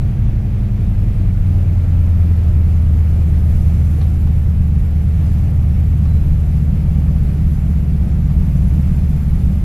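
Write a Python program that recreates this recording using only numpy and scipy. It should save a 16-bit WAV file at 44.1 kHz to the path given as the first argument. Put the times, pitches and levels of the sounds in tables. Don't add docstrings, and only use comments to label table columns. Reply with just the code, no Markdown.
import sys
import numpy as np
from scipy import signal
from scipy.fft import rfft, irfft, next_fast_len
from scipy.io import wavfile
from scipy.ndimage import uniform_filter1d, map_coordinates

SR = 44100
rng = np.random.default_rng(int(sys.argv[2]) if len(sys.argv) > 2 else 0)


def unload_wav(signal):
    wavfile.write(
        sys.argv[1],
        SR,
        np.round(np.clip(np.atleast_2d(signal).T, -1, 1) * 32767).astype(np.int16),
    )


def linear_from_db(decibels):
    return 10 ** (np.asarray(decibels, float) / 20)


N = 425120
TIME_S = np.arange(N) / SR


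def unit(x):
    return x / np.sqrt(np.mean(x ** 2) + 1e-20)


def curves(rows):
    s, *cols = np.transpose(rows)
    return [np.interp(TIME_S, s, c) for c in cols]


def wobble(rate_hz):
    knots = rng.standard_normal(int(N * rate_hz / SR) + 4)
    return map_coordinates(knots, [np.arange(N) * rate_hz / SR])


def rush(spectrum, patchy_db):
    z = signal.stft(rng.standard_normal(N + 1024), nperseg=512)[2]
    field = uniform_filter1d(rng.standard_normal(z.shape), size=8, axis=0)
    field = uniform_filter1d(field, size=10, axis=1)
    x = signal.istft(z * linear_from_db(patchy_db * unit(field)), nperseg=512)[1]
    m = next_fast_len(len(x))
    hz, db = np.transpose(spectrum)
    log_hz = np.log(np.fft.rfftfreq(m, 1 / SR) + 1)
    gain = linear_from_db(np.interp(log_hz, np.log(hz + 1), db, left=-120, right=-120))
    return unit(irfft(rfft(x, m) * gain, m)[:N])


def afloat():
    touch_s, settle_s = 5.77, 2.5
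    return np.clip((TIME_S - touch_s) / settle_s, 0, 1)


# time in seconds, engine cycles per second.
ENGINE_SPEED = [(0.0, 11.894), (0.4, 11.571), (0.8, 11.219), (1.1, 10.56), (1.5, 9.864), (2.0, 9.334),
                (2.5, 8.97), (3.1, 8.737), (3.8, 8.579), (5.0, 8.484), (5.6, 8.425), (6.2, 8.347),
                (6.8, 8.342), (7.4, 8.289), (8.0, 8.266), (8.6, 8.283), (9.64, 8.255)]


def crank():
    speed, = curves(ENGINE_SPEED)
    return speed, 2 * np.pi * np.cumsum(speed) / SR


# centre in Hz, width in Hz, gain in dB.
HULL_MODES = [(41.9, 5.6, 1.5), (56.7, 4.2, 4.2), (78.0, 14.4, 5.2), (94.7, 43.3, 3.4), (117.8, 9.0, 2.2),
              (128.7, 15.7, 3.6), (149.9, 1.9, -6.3), (159.6, 9.7, -6.3), (138.6, 45.6, 1.2),
              (215.4, 22.0, -24.4)]


def hull_db(hz):
    f = np.arange(10, 400, .25)
    gain = 0
    for k, (centre, width, db) in enumerate(HULL_MODES):
        damping = 1j * f * width
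        gain = gain + (-1) ** k * linear_from_db(db) * damping / (centre * centre - f * f + damping)
    return np.interp(hz, f, 20 * np.log10(np.abs(gain)))


# order, idle level in dB, change under power in dB, change once afloat in dB.
ENGINE_ORDERS = [(3, -11, -14, -2), (4, -15, -3, 2), (5, -36, -2, 5), (6, -33, -3, 4), (7, -27, 1, 4),
                 (8, -35, 6, 14), (9, -14, -6, -2), (10, -32, 5, -17), (11, -23, 1, -4), (12, -30, -5, -6),
                 (13, -26, -19, -6), (14, -31, -5, -4), (15, -33, 11, 1), (16, -26, 13, 0), (17, -31, 3, 1),
                 (18, -22, 16, 2), (19, -21, 8, -4), (20, -15, -6, 3), (21, -28, -2, 6), (22, -15, -4, 5),
                 (23, -19, 16, 8), (25, -13, 5, 4), (26, -15, 8, 2), (27, -10, 0, 8), (28, -9, 5, -4),
                 (29, -6, 2, -1), (33, -8, -6, 5)]


def engine(speed, angle):
    cylinders, engine_db = 9, -0.35
    power_from_per_s, power_span_per_s = 9.3, 1.7
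    bow_wave_s, damped_hz, damped_width_hz, damp_db_per_s = 9.12, 140, 22, 20

    def tone(order, db, lag):
        return np.sqrt(2) * linear_from_db(db) * np.cos(order * angle - lag)

    def hull_lag(order):
        cubic = np.polyval((-.005, 1.22983, 4.5045, .09), order)
        return cubic + 4.904 * (order % 2) + .15 * wobble(.7)

    power = np.clip((speed - power_from_per_s) / power_span_per_s, 0, 1)
    wet = afloat()
    plough_s = np.clip(TIME_S - bow_wave_s, 0, None)
    out = 0
    for k, idle_db, power_db, wet_db in ENGINE_ORDERS:
        level_db = engine_db + idle_db + hull_db(k * speed) + power_db * power + wet_db * wet
        in_panel = np.exp(-((k * speed[-1] - damped_hz) / damped_width_hz) ** 2)
        level_db = level_db - damp_db_per_s * plough_s * in_panel
        uneven = k % cylinders > 0
        out = out + tone(k, level_db + (.4 + .8 * uneven) * wobble(1.5), hull_lag(k))

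    gear, fan = 16 * cylinders, 12 * cylinders
    loaded_db, unloaded_drop_db = -64, 24
    loaded = linear_from_db(loaded_db - unloaded_drop_db * (1 - wet))
    case_hz, case_width_hz = 1313, 76
    casing = linear_from_db(-59.5) * np.exp(-((gear * speed - case_hz) / case_width_hz) ** 12)
    out = out + (casing + loaded) * tone(gear, 1.5 * wobble(4.1), .9 * wobble(4))
    return out + (linear_from_db(-82) + loaded) * tone(fan, 2.5 * wobble(11), 1.3 * wobble(4))


# time in seconds, level in dB.
GUSTS = [(0, 4), (.55, -3), (1.15, 1), (1.5, 1), (1.85, -1.5), (2.6, 0.5), (3.35, -0.5), (3.6, 3),
         (4.1, 0.5), (5.6, 1.5), (6.4, 1.5), (7.1, 2), (7.5, 2.7), (7.8, -2.5), (8.2, 1), (8.8, 4.2),
         (9.05, 1.5), (9.64, 4)]
# frequency in Hz, density in dB per Hz.
THUMP_SPECTRUM = [(5, -16), (11, -5), (28, 0), (44, -3), (61, -2), (77, -5), (92, -4), (100, -14),
                  (130, -40)]
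# frequency in Hz, density in dB per Hz.
DRUM_SPECTRUM = [(75, -30), (92, -3), (100, 2), (112, 0), (143, 0), (176, -2), (209, -6), (228, -12),
                 (250, -20), (300, -40)]


def buffet(angle):
    gust_db, = curves(GUSTS)
    thump_db, waves_db, drum_db, drum_grows = -21, -1.2, -26, 1.4
    lull_db = 1.5 * np.exp(-((TIME_S - 4.4) / 0.94) ** 2)
    thump = linear_from_db(thump_db + gust_db + waves_db * afloat() - lull_db) * rush(THUMP_SPECTRUM, patchy_db=1.65)
    wash = unit(linear_from_db(2.3 * np.cos(2 * angle - 1.5)))
    spin_db = -3.5 * np.exp(-(TIME_S / 0.71) ** 4)
    drum = linear_from_db(drum_db + drum_grows * gust_db + spin_db) * rush(DRUM_SPECTRUM, patchy_db=0.2)
    return thump + wash * drum


# time in seconds, level in dB.
WINDOW_FLOW = [(0, -3), (.6, -4), (.85, -2.5), (3.2, .5), (3.7, 3.5), (4.68, -1.7), (5.39, 1.3), (5.5, 0),
               (6.0, -.2), (6.4, 0.6), (6.7, -0.5), (7.36, 0.5), (8.06, -1), (8.65, 2), (8.9, 1.7),
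               (9.4, 1.6), (9.64, -0.3)]
# frequency in Hz, density in dB per Hz.
ROAR_SPECTRUM = [(140, -16.5), (230, -6.5), (244, -3), (329, -6.5), (358, -10.5), (444, -12), (542, -15.5),
                 (599, -15), (786, -18.5), (988, -25), (1220, -24.5), (1540, -27), (2360, -27.5),
                 (3280, -35), (7000, -48), (9100, -71), (15400, -120)]
# frequency in Hz, density in dB per Hz.
HISS_SPECTRUM = [(250, -27), (500, -14), (750, -7.5), (1250, -2.5), (2000, -6.5), (3200, -5), (4500, -2.5),
                 (7000, -2), (9000, -3.5), (10500, -1), (11700, 2), (13000, 0), (14400, -4.5)]


def air(angle):
    flow_db, = curves(WINDOW_FLOW)
    airspeed_db = 1.6 * np.exp(-(TIME_S / 3.1) ** 4)
    roar_db = -37 + 0.41 * flow_db + airspeed_db
    hiss_db = -53.5 + flow_db
    gust = wobble(11)
    roar_db = roar_db + .5 * gust + 0.12 * np.cos(2 * angle)
    roar = linear_from_db(roar_db) * rush(ROAR_SPECTRUM, patchy_db=0.59)
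    flutter_db = 0.31 * gust + 0.69 * np.cos(2 * angle + 1.7) + 0.33 * wobble(27)
    shared = rush(HISS_SPECTRUM, patchy_db=1.3)
    ports = np.array([rush(HISS_SPECTRUM, patchy_db=0.6), rush(HISS_SPECTRUM, patchy_db=3.2)])
    hiss = linear_from_db(hiss_db + flutter_db + [[-.55], [.55]]) * unit(ports + .5 * shared)
    lean_db = 0.11 * wobble(40)
    return roar * linear_from_db([lean_db, -lean_db]) + hiss


# time in seconds, peak in dB, crack over the ring in dB.
KNOCKS = [
    (0.651, -41.5, -2),
    (4.009, -28.5, -1),
    (4.269, -38, 5),
    (5.066, -39, -3),
    (5.379, -41, -1.5),
    (6.051, -30, -3),
    (7.079, -35, -5),
    (7.159, -38, -2),
    (7.624, -49, 0),
    (8.3, -37, -1),
]
# frequency in Hz, level in dB, decay by 60 dB in seconds.
FITTING_MODES = [(770, 0, .06), (1140, -5.5, 0.085), (1290, -5, .05), (1760, -3, .04), (2400, -9, 0.028)]
# frequency in Hz, density in dB per Hz.
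CRACK_SPECTRUM = [(400, 11), (1200, 5.5), (2800, 2), (4500, 1), (6200, -6), (8000, -25)]


def knocks():
    ring, bursts = np.zeros(N + SR), np.zeros(N + SR)
    t = np.arange(SR // 4) / SR
    rise = 1 - np.exp(-t / 0.0044)
    for s, db, crack_db in KNOCKS:
        modes = 0
        for hz, mode_db, t60_s in FITTING_MODES:
            decay = linear_from_db(mode_db + rng.normal(0, 1.5) - 60 * t / t60_s)
            modes = modes + decay * np.sin(2 * np.pi * hz * t)
        start = round(s * SR)
        ring[start:][:len(t)] += linear_from_db(db - 2) * modes * rise
        bursts[start:][:len(t)] += linear_from_db(db + crack_db - 7.0 - 60 * t / 0.083) * rise
    return ring[:N] + bursts[:N] * rush(CRACK_SPECTRUM, patchy_db=2.5)


def squeak():
    start_s, peak_db, rise_s, t60_s = 6.075, -57.5, .006, 1.2
    since_s = np.clip(TIME_S - start_s, 0, None)
    level = (1 - np.exp(-since_s / rise_s)) * linear_from_db(peak_db - 60 * since_s / t60_s + 1.2 * wobble(30))
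    return level * np.sin(2 * np.pi * 4000 * TIME_S + .3 * wobble(40))


# time in seconds, level in dB, length in seconds.
SPRAY_PUFFS = [
    (7.162, -58, .03),
    (7.34, -55, .03),
    (7.52, -54, .04),
    (9.103, -52, 0.027),
    (9.17, -57, .025),
    (9.35, -60, .03),
]


def spray():
    puffs = sum(linear_from_db(db) * np.exp(-2 * ((TIME_S - s) / length_s) ** 2) for s, db, length_s in SPRAY_PUFFS)
    fine = [(5000, -22), (9500, -12), (11000, 0), (12500, -3), (14000, -12)]  # (Hz, dB per Hz)
    return puffs * np.array([rush(fine, patchy_db=2.5), rush(fine, patchy_db=-1.0)])


def scene():
    speed, angle = crank()
    drone = engine(speed, angle) + buffet(angle)
    lean_db = .04 + .15 * wobble(12)
    return drone * linear_from_db([lean_db, -lean_db]) + air(angle) + knocks() + squeak() + spray()


def roll_off(x):
    return signal.sosfilt(signal.butter(12, 14240, fs=SR, output="sos"), x)


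def record(dry):
    rounded = dry / (1 + np.abs(dry / 1.4) ** 6) ** (1 / 6)
    return roll_off(rounded)


dry = scene()
out = record(dry)
unload_wav(out)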